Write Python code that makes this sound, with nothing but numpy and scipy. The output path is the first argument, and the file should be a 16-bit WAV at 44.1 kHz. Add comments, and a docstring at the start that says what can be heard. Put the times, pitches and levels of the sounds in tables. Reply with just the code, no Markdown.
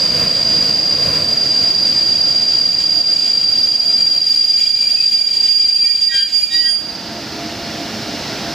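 """Brake blocks squeal on one wheel mode, grind, and groan as an electric locomotive and its train halt.
The squeal is a chorus of beating wheels; a lower mode flares in bursts, and short hoots glide in pitch.
Grinding is noise through wheel resonances; the locomotive adds blower, drive and gear tones and wheel rumble.
Gain control ducks everything under the squeal; after the stop the blowers swell back."""
import sys
import numpy as np
from scipy import signal
from scipy.fft import rfft, irfft, next_fast_len
from scipy.io import wavfile
from scipy.ndimage import uniform_filter1d, minimum_filter1d, map_coordinates

SR = 44100
rng = np.random.default_rng(int(sys.argv[2]) if len(sys.argv) > 2 else 0)


def transcribe(u):
    """Save the signal u as a 16-bit wav file named by the first command-line argument.

    u: samples, shape (n,) or (channels, n), limited to [-1, 1]; the rate is SR.
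    q: integer samples, one column per channel.
    """
    v = np.clip(np.atleast_2d(u).T, -1, 1)
    q = np.round(v * 32767).astype(np.int16)
    wavfile.write(sys.argv[1], SR, q)


N = 376613
TIME = np.arange(N) / SR  # seconds


def amp(db):
    """Decibels to a linear factor."""
    return 10 ** (np.asarray(db) / 20)


def unit(x):
    """Scale to rms 1."""
    return x / np.sqrt(np.mean(np.abs(x) ** 2) + 1e-20)


def along(points, hz):
    """Read a curve of (Hz, value) points on a log frequency axis."""
    point_hz, values = np.transpose(points)
    return np.interp(np.log(hz + 1), np.log(point_hz), values)


def curves(rows):
    """One value per sample for each column after the time."""
    seconds, *columns = np.transpose(rows)
    return [np.interp(TIME, seconds, column) for column in columns]


def wobble(rate):
    """A smooth random curve, rate knots a second."""
    coarse = TIME[::16]
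    knots = rng.standard_normal(8192)
    return np.interp(TIME, coarse, map_coordinates(knots, [coarse * rate], mode="mirror"))


def phase_of(hz):
    """Running phase of a moving frequency, from a random start."""
    return 2 * np.pi * (np.cumsum(hz) / SR + rng.random())


def filtered(x, response):
    """Filter x with a response given as a function of frequency."""
    padded = next_fast_len(N + SR // 4)
    spectrum = rfft(x, padded) * response(np.fft.rfftfreq(padded, 1 / SR))
    return irfft(spectrum, padded)[..., :N]


def arch(start, length):
    """A rounded swell from 0 to 1 and back."""
    return np.sqrt(np.abs(np.sin(np.pi * np.clip((TIME - start) / length, 0, 1))))


def swells(rows):
    """The sum of rounded swells, or dips, given as (start, length, height) rows."""
    return sum(height * arch(start, length) for start, length, height in rows)


# Likeness of left and right in the noise. 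Each row: frequency in Hz, correlation from -1 to 1.
STEREO_LIKENESS = [(300, 1), (1400, 0.99), (3100, 0.95), (6800, 0.74), (10000, 0.012), (15000, -0.55)]


def rush(colour):
    """Stereo noise of rms 1, near mono in the bass, coloured by a function of frequency."""
    def mid_side_response(hz):
        angle = np.arccos(np.clip(along(STEREO_LIKENESS, hz), -1, 1)) / 2
        return colour(hz) * np.array([np.cos(angle), np.sin(angle)])

    mid, side = filtered(rng.standard_normal((2, N)), mid_side_response)
    return unit(np.array([mid + side, mid - side]))


def shaped(points):
    """Stereo noise of rms 1 with a spectrum of (Hz, dB) points."""
    return rush(lambda hz: amp(along(points, hz)))


def tones(lines, waver_hz, flutter_db=4.0):
    """Machine lines, unsteady in pitch and strength."""
    total = 0
    for hz, db in lines:
        strength = amp(db + flutter_db * wobble(12))
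        total = total + strength * np.sqrt(2) * np.sin(phase_of(hz + waver_hz * wobble(25)))
    return total


# Decay of the trackside scatter. Each row: frequency in Hz, time to fall 60 dB in seconds.
TRACKSIDE_DECAY = [(300, 0.36), (4800, 0.32), (12000, 0.033)]


def echoes(x, wet_db, width):
    """A mono sound plus its scatter from coach sides, ballast and trees: decaying noise, shorter in the treble."""
    hz, t, noise = signal.stft(rng.standard_normal((2, SR // 2)), SR, nperseg=256)
    decay = amp(-60 * t / along(TRACKSIDE_DECAY, hz)[:, None])
    tail = signal.istft(noise * decay, SR, nperseg=256)[1]
    tail = tail / np.linalg.norm(tail[0])
    mid, side = amp(wet_db) * signal.fftconvolve(x[None], tail, axes=1)[:, :N]
    return np.array([x + mid + width * side, x + mid - width * side]) / np.sqrt(1 + amp(wet_db) ** 2)


START_M_PER_S, BRAKING_M_PER_S2, CREEP_M_PER_S = 5.6, .78, 0.365


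def train_speed():
    """Even braking down to a creep in m/s, held from there; the fades after STOP_S make the halt."""
    return np.maximum(START_M_PER_S - BRAKING_M_PER_S2 * TIME, CREEP_M_PER_S)


STOP_S = 6.74


def since_stop():
    """Seconds since the wheels stopped, zero before."""
    return np.maximum(TIME - STOP_S, 0)


# How hard the blocks drive the wheels, for squeal and grinding alike. Each row: time in seconds, level in dB.
BRAKE_DRIVE = [(0, -7), (1.3, -6.5), (1.9, -4), (4.05, 1), (4.5, 7), (6.2, 7), (6.75, -2.5)]


def brake_drive_db():
    """The drive of the blocks on the wheels, in dB."""
    return curves(BRAKE_DRIVE)[0]


# Brief falters of the squeal. Each row: middle in seconds, half width in seconds, depth in dB.
SQUEAL_FALTERS = [(4.88, .08, 4), (5.35, 0.11, 6), (5.991, 0.022, 8), (6.12, 0.031, 9.5),
                  (6.307, 0.028, 16), (6.5, 0.035, 11.5), (6.83, 0.045, 6)]


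def falter_db():
    """How far the squeal has sunk in its brief falters."""
    return sum(depth_db * np.exp(-((TIME - s) / width) ** 2) for s, width, depth_db in SQUEAL_FALTERS)


MOTION_RELEASE_DB_PER_S = 148  # fall of everything driven by rubbing or rolling, after the stop


def motion_release():
    """The quick fall, as a factor, once the wheels stand still."""
    return amp(-MOTION_RELEASE_DB_PER_S * since_stop())


# Blower hum. Each row: frequency in Hz, rms level in dB before flutter and nearness.
BLOWER_HUM = [(220.7, -42), (312.2, -40.5), (414.5, -46), (686.5, -38.5), (790, -52), (918, -49.5),
              (1373, -48.5), (2826, -46.5), (3531, -57), (4129, -51.5), (4323, -46), (5233, -50.5),
              (14190, -66)]
# Lines from the 300 Hz ripple of the drive. Each row: frequency in Hz, relative level in dB.
DRIVE_WHINE = [(5981, -51), (7499, -56), (7773, -52), (8070, -55), (8355, -58)]
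# Colour of the blowers' rushing air. Each row: frequency in Hz, relative density in dB per Hz.
BLOWER_COLOUR = [(20, -38.5), (50, -12), (100, -5.5), (230, -1.5), (340, -1.5), (400, -11.5), (650, -5.5),
                 (1080, -15), (1400, -12), (3200, -14.5), (5200, -9), (7000, -24.5), (9300, -34),
                 (15000, -29.5)]
# Colour of the wheel rumble. Each row: frequency in Hz, relative density in dB per Hz.
RUMBLE_COLOUR = [(20, -25.5), (50, -12.5), (150, -0.5), (320, -12.5), (385, -19.5), (500, -3), (690, -11),
                 (780, -30), (900, -27.5), (1000, -12), (1300, -18), (2200, -16), (4000, -20),
                 (12000, -32.5)]
# Nearness of the locomotive, carried by its blowers. Each row: time in seconds, lift in dB.
BLOWER_NEARNESS = [(0, 2.5), (2.7, 3), (5, 1.5), (6.75, -2), (8.54, 0.5)]
# Rumble swells as a bogie rolls past. Each row: start in seconds, length in seconds, swell in dB.
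BOGIE_PASSES = [(.03, .4, 6), (.95, .43, 5.5)]


def locomotive(air_db=-24.5, drive_db=10, rolling_db=-23, gear_db=-32, mesh_hz=94, rolling_growth=0.83):
    """Blowers run throughout; drive whine, gear whine and wheel rumble fade with speed."""
    speed = train_speed()
    near_db, = curves(BLOWER_NEARNESS)
    motion = speed / speed[0] * motion_release()
    blowers = amp(air_db + near_db + 0.21 * wobble(8)) * shaped(BLOWER_COLOUR)
    hum = amp(near_db) * tones(BLOWER_HUM, waver_hz=2.5)
    drive = amp(drive_db) * motion ** 2 * tones(DRIVE_WHINE, waver_hz=20)
    # the gears mesh at mesh_hz for each m/s, so their whine sinks
    gears = motion ** 3 * tones([(mesh_hz * speed, gear_db)], waver_hz=16.2)
    rumble_level = amp(rolling_db + swells(BOGIE_PASSES) + 1.8 * wobble(9))
    rolling = rumble_level * motion ** rolling_growth * shaped(RUMBLE_COLOUR)
    return blowers + hum + drive + gears + rolling


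# Colour of the rubbing blocks. Each row: frequency in Hz, relative density in dB per Hz.
RUBBING_COLOUR = [(400, -19), (1100, -26), (1450, -16.5), (2000, -11.5), (3200, -4.5), (4200, -11.5),
                  (4750, 1.5), (5300, -1.5), (5900, -19.5), (7100, -8), (8000, -14.5), (9000, -19),
                  (13500, -24.5), (14400, -26.5), (15500, -38.5)]
# Wheel resonances excited by the rubbing. Each row: frequency in Hz, width in Hz, relative level in dB.
WHEEL_RESONANCES = [(2375, 20, 1), (3265, 19, 5.5), (4104, 52, 3.5), (6530, 220, -6.5), (6840, 53, -4.5),
                    (7190, 50, -5), (7950, 61, -6.5)]
# Brief changes in the rubbing. Each row: start in seconds, length in seconds, change in dB (negative is quieter).
RUBBING_CHANGES = [(3.16, 0.12, 5.5), (4.558, 0.15, 4.5), (4.94, .11, 1), (5.3, 0.14, -1), (6.14, .1, 4.5)]
GRIND_DB = -20  # rubbing against the brake drive
GRIP_SHARE = 0.1  # how much of each falter is a lost grip, which quiets the rubbing too


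def wheel_resonance(hz):
    """Band-pass resonances of the wheel, summed with alternating sign."""
    total = 0
    for k, (centre, width, db) in enumerate(WHEEL_RESONANCES):
        damping = 1j * hz * width
        total = total + (-1) ** k * amp(db) * damping / (centre * centre - hz * hz + damping)
    return total


def grind(ring_db=-6, chatter_db=1.5):
    """Iron blocks scrape the treads and ring the wheels, as hard as the brake presses."""
    level_db = GRIND_DB + brake_drive_db() + swells(RUBBING_CHANGES) - GRIP_SHARE * falter_db()
    level = amp(level_db + chatter_db * wobble(30)) * motion_release()
    return level * (shaped(RUBBING_COLOUR) + amp(ring_db) * rush(wheel_resonance))


# Short hoots of sticking and slipping blocks, and a last flare of the squeal's octave near 9540 Hz.
# Each row: start in seconds, length in seconds, first pitch in Hz, last pitch in Hz, level in dB,
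# second harmonic against the fundamental in dB.
GROANS_AND_FLARE = [(4.96, .08, 2550, 2565, -13, -25), (5.65, .27, 2550, 2560, -25, -25),
                    (5.84, .09, 1880, 1910, -26, -12), (6.085, .07, 1905, 1885, -13, -6),
                    (6.11, .15, 1604, 1598, -13.5, 3.5), (6.15, .08, 1830, 1805, -17, -5),
                    (6.17, .07, 2945, 2950, -19, -20), (6.5, .08, 1870, 1920, -19, 2),
                    (6.55, .14, 5402, 5396, -28, -30), (6.57, .12, 1945, 1890, -17.5, -11),
                    (6.57, .11, 3020, 3028, -18, -30), (6.64, .08, 1598, 1610, -27, 7),
                    (6.64, .12, 9539, 9540, -23, -60)]


def groans(jitter=0.0027, upper_db=-10):
    """Before the stop, sticking and slipping blocks hoot with overtones, and the squeal's octave flares once."""
    out = np.zeros(N)
    for start, length, first_hz, last_hz, db, second_db in GROANS_AND_FLARE:
        progress = np.linspace(0, 1, round(length * SR))
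        glide_hz = first_hz + (last_hz - first_hz) * progress
        phase = phase_of(glide_hz * (1 + jitter * wobble(257)[:len(progress)]))
        upper = amp(upper_db) * (np.sin(3 * phase) + .5 * np.sin(4 * phase))
        tone = np.sin(phase) + amp(second_db) * (np.sin(2 * phase) + upper)
        envelope = np.sqrt(2 * np.abs(np.sin(np.pi * progress)))
        out[round(start * SR):][:len(progress)] += amp(db) * envelope * tone
    return echoes(out, wet_db=-5.5, width=0.24)


SQUEAL_HZ, SQUEAL_HZ_PER_M_S = 4760.5, 4.5  # the wheel mode at rest, and its rise with speed


def squeal_pitch():
    """The wheel mode sinks a little as the train slows."""
    return SQUEAL_HZ + SQUEAL_HZ_PER_M_S * train_speed()


# Bursts of the lower wheel mode. Each row: start in seconds, length in seconds, level in dB.
LOW_SQUEAL_BURSTS = [(4.52, 0.33, -23.5), (4.814, 0.069, -24), (4.92, 0.074, -25), (5.17, 0.12, -24),
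                     (5.564, .13, -29), (5.813, 0.14, -18), (6.06, 0.16, -22), (6.37, 0.15, -26)]
LOW_SQUEAL_DB = -37  # faint singing between the bursts
LOW_SQUEAL_M_PER_S, LOW_SQUEAL_SPREAD_M_PER_S = 1.35, .75  # the speeds at which it sings


def low_squeal(jitter_hz=19, third_db=-10, fourth_db=-12):
    """At walking pace a mode an octave lower joins in, rich in overtones, and flares in bursts."""
    off_pace = (train_speed() - LOW_SQUEAL_M_PER_S) / LOW_SQUEAL_SPREAD_M_PER_S
    steady = amp(LOW_SQUEAL_DB) * np.exp(-off_pace ** 4) * motion_release()
    bursts = sum(amp(db) * arch(start, length) for start, length, db in LOW_SQUEAL_BURSTS)
    strength = np.hypot(steady, bursts) * amp(2.5 * wobble(28))
    phase = phase_of(squeal_pitch() / 2 + jitter_hz * wobble(150))
    song = np.sin(phase) + amp(third_db) * np.sin(3 * phase) + amp(fourth_db) * np.sin(4 * phase)
    return echoes(strength * np.sqrt(2) * song, wet_db=-2.0, width=0.57)


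RELEASE_DB_PER_S, RING_DB, RING_DB_PER_S = 119, -21, 27  # a quick fall, then the free wheels ring on


def squeal_gain():
    """The squeal follows the brake, falters now and then, and rings out after the stop."""
    quick_fall = amp(-RELEASE_DB_PER_S * since_stop())
    ringing = amp(RING_DB - RING_DB_PER_S * since_stop())
    return amp(brake_drive_db() - falter_db()) * np.hypot(quick_fall, ringing)


# Where the squeal sits. Each row: time in seconds, right minus left in dB.
SQUEAL_PLACE = [(0, 0.5), (5.7, -0.16), (6.7, 0.5)]


def squeal(count=9, doppler_hz=17, wander_hz=11.5, rasp_hz=6.8, nearest_db=1.5, nearest_place=.3,
           second_db=-34, third_db=-42, skirt_db=-26, skirt_growth=0.76):
    """Many wheels sing on the same mode; speed spreads their pitches, so their beating slows with the train."""
    speed, pitch = train_speed(), squeal_pitch()
    right_db, = curves(SQUEAL_PLACE)
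    unrest = np.sqrt(speed)
    # slow sliding grips harder and sharpens the wave
    octave = amp(second_db) / np.hypot(1, (speed / 2) ** 2)

    def wheel(place):
        """One wheel: a pitch shift by its place along the train, a wandering grip and a fast rasp."""
        drift_hz = unrest * (doppler_hz * place + wander_hz * wobble(55))
        phase = phase_of(pitch + drift_hz + speed * rasp_hz * wobble(400))
        return np.sin(phase) + octave * np.sin(2 * phase) + amp(third_db) * np.sin(3 * phase)

    chorus = unit(sum(wheel(place) for place in np.linspace(-1, 1, count)))
    nearest = amp(nearest_db) * unit(wheel(nearest_place))
    song = echoes(chorus + nearest, wet_db=-5.5, width=0.32)
    # the brake force sets the power; only beats quicker than 50 ms or so remain
    power = uniform_filter1d(np.mean(song ** 2, axis=0), SR // 20)
    song = song / np.sqrt(np.abs(power) + 1e-9)
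    # fast sliding frays the tone into a band of hiss
    hiss = rush(lambda hz: 1 / (1 + ((hz - 4850) / 620) ** 2))
    skirt = amp(skirt_db) * speed ** skirt_growth * hiss
    return squeal_gain() * amp(right_db * np.array([[-.5], [.5]])) * (song + skirt)


def scene(lead_s=7e-6):
    """The whole train, a little louder on the right; it reaches two microphone ports a moment apart."""
    train = locomotive() + grind() + groans() + low_squeal() + squeal()
    lead = lead_s * np.array([[1], [-1]])  # half of this each way
    return filtered(train * amp([[-.75], [.75]]), lambda hz: np.exp(1j * np.pi * hz * lead))


def held(excess, release):
    """Follows every rise at once and falls back exponentially, release in seconds."""
    return np.exp(np.maximum.accumulate(np.log(excess + 1e-6) + TIME / release) - TIME / release)


TOP_HZ = 15500


def record(dry, ceiling_db=-4, quick_release=0.16, slow_release=0.3, slow_share=0.63):
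    """Gain control that holds briefly, then recovers in a quick and a slow stage; then the band limit."""
    hold, attack = SR // 22, SR // 200  # samples
    # the running maximum is the negated minimum of the negated level
    peak = -minimum_filter1d(-np.abs(dry).max(axis=0), hold, origin=hold // 2 - attack // 2)
    excess_db = np.maximum(20 * np.log10(peak + 1e-9) - ceiling_db, 0)
    cut_db = np.maximum(held(excess_db, quick_release), slow_share * held(excess_db, slow_release))
    out = dry * amp(-uniform_filter1d(cut_db, attack))
    return filtered(out, lambda hz: 1 / (1 + (hz / TOP_HZ) ** 120))


dry = scene()
out = record(dry)
transcribe(out)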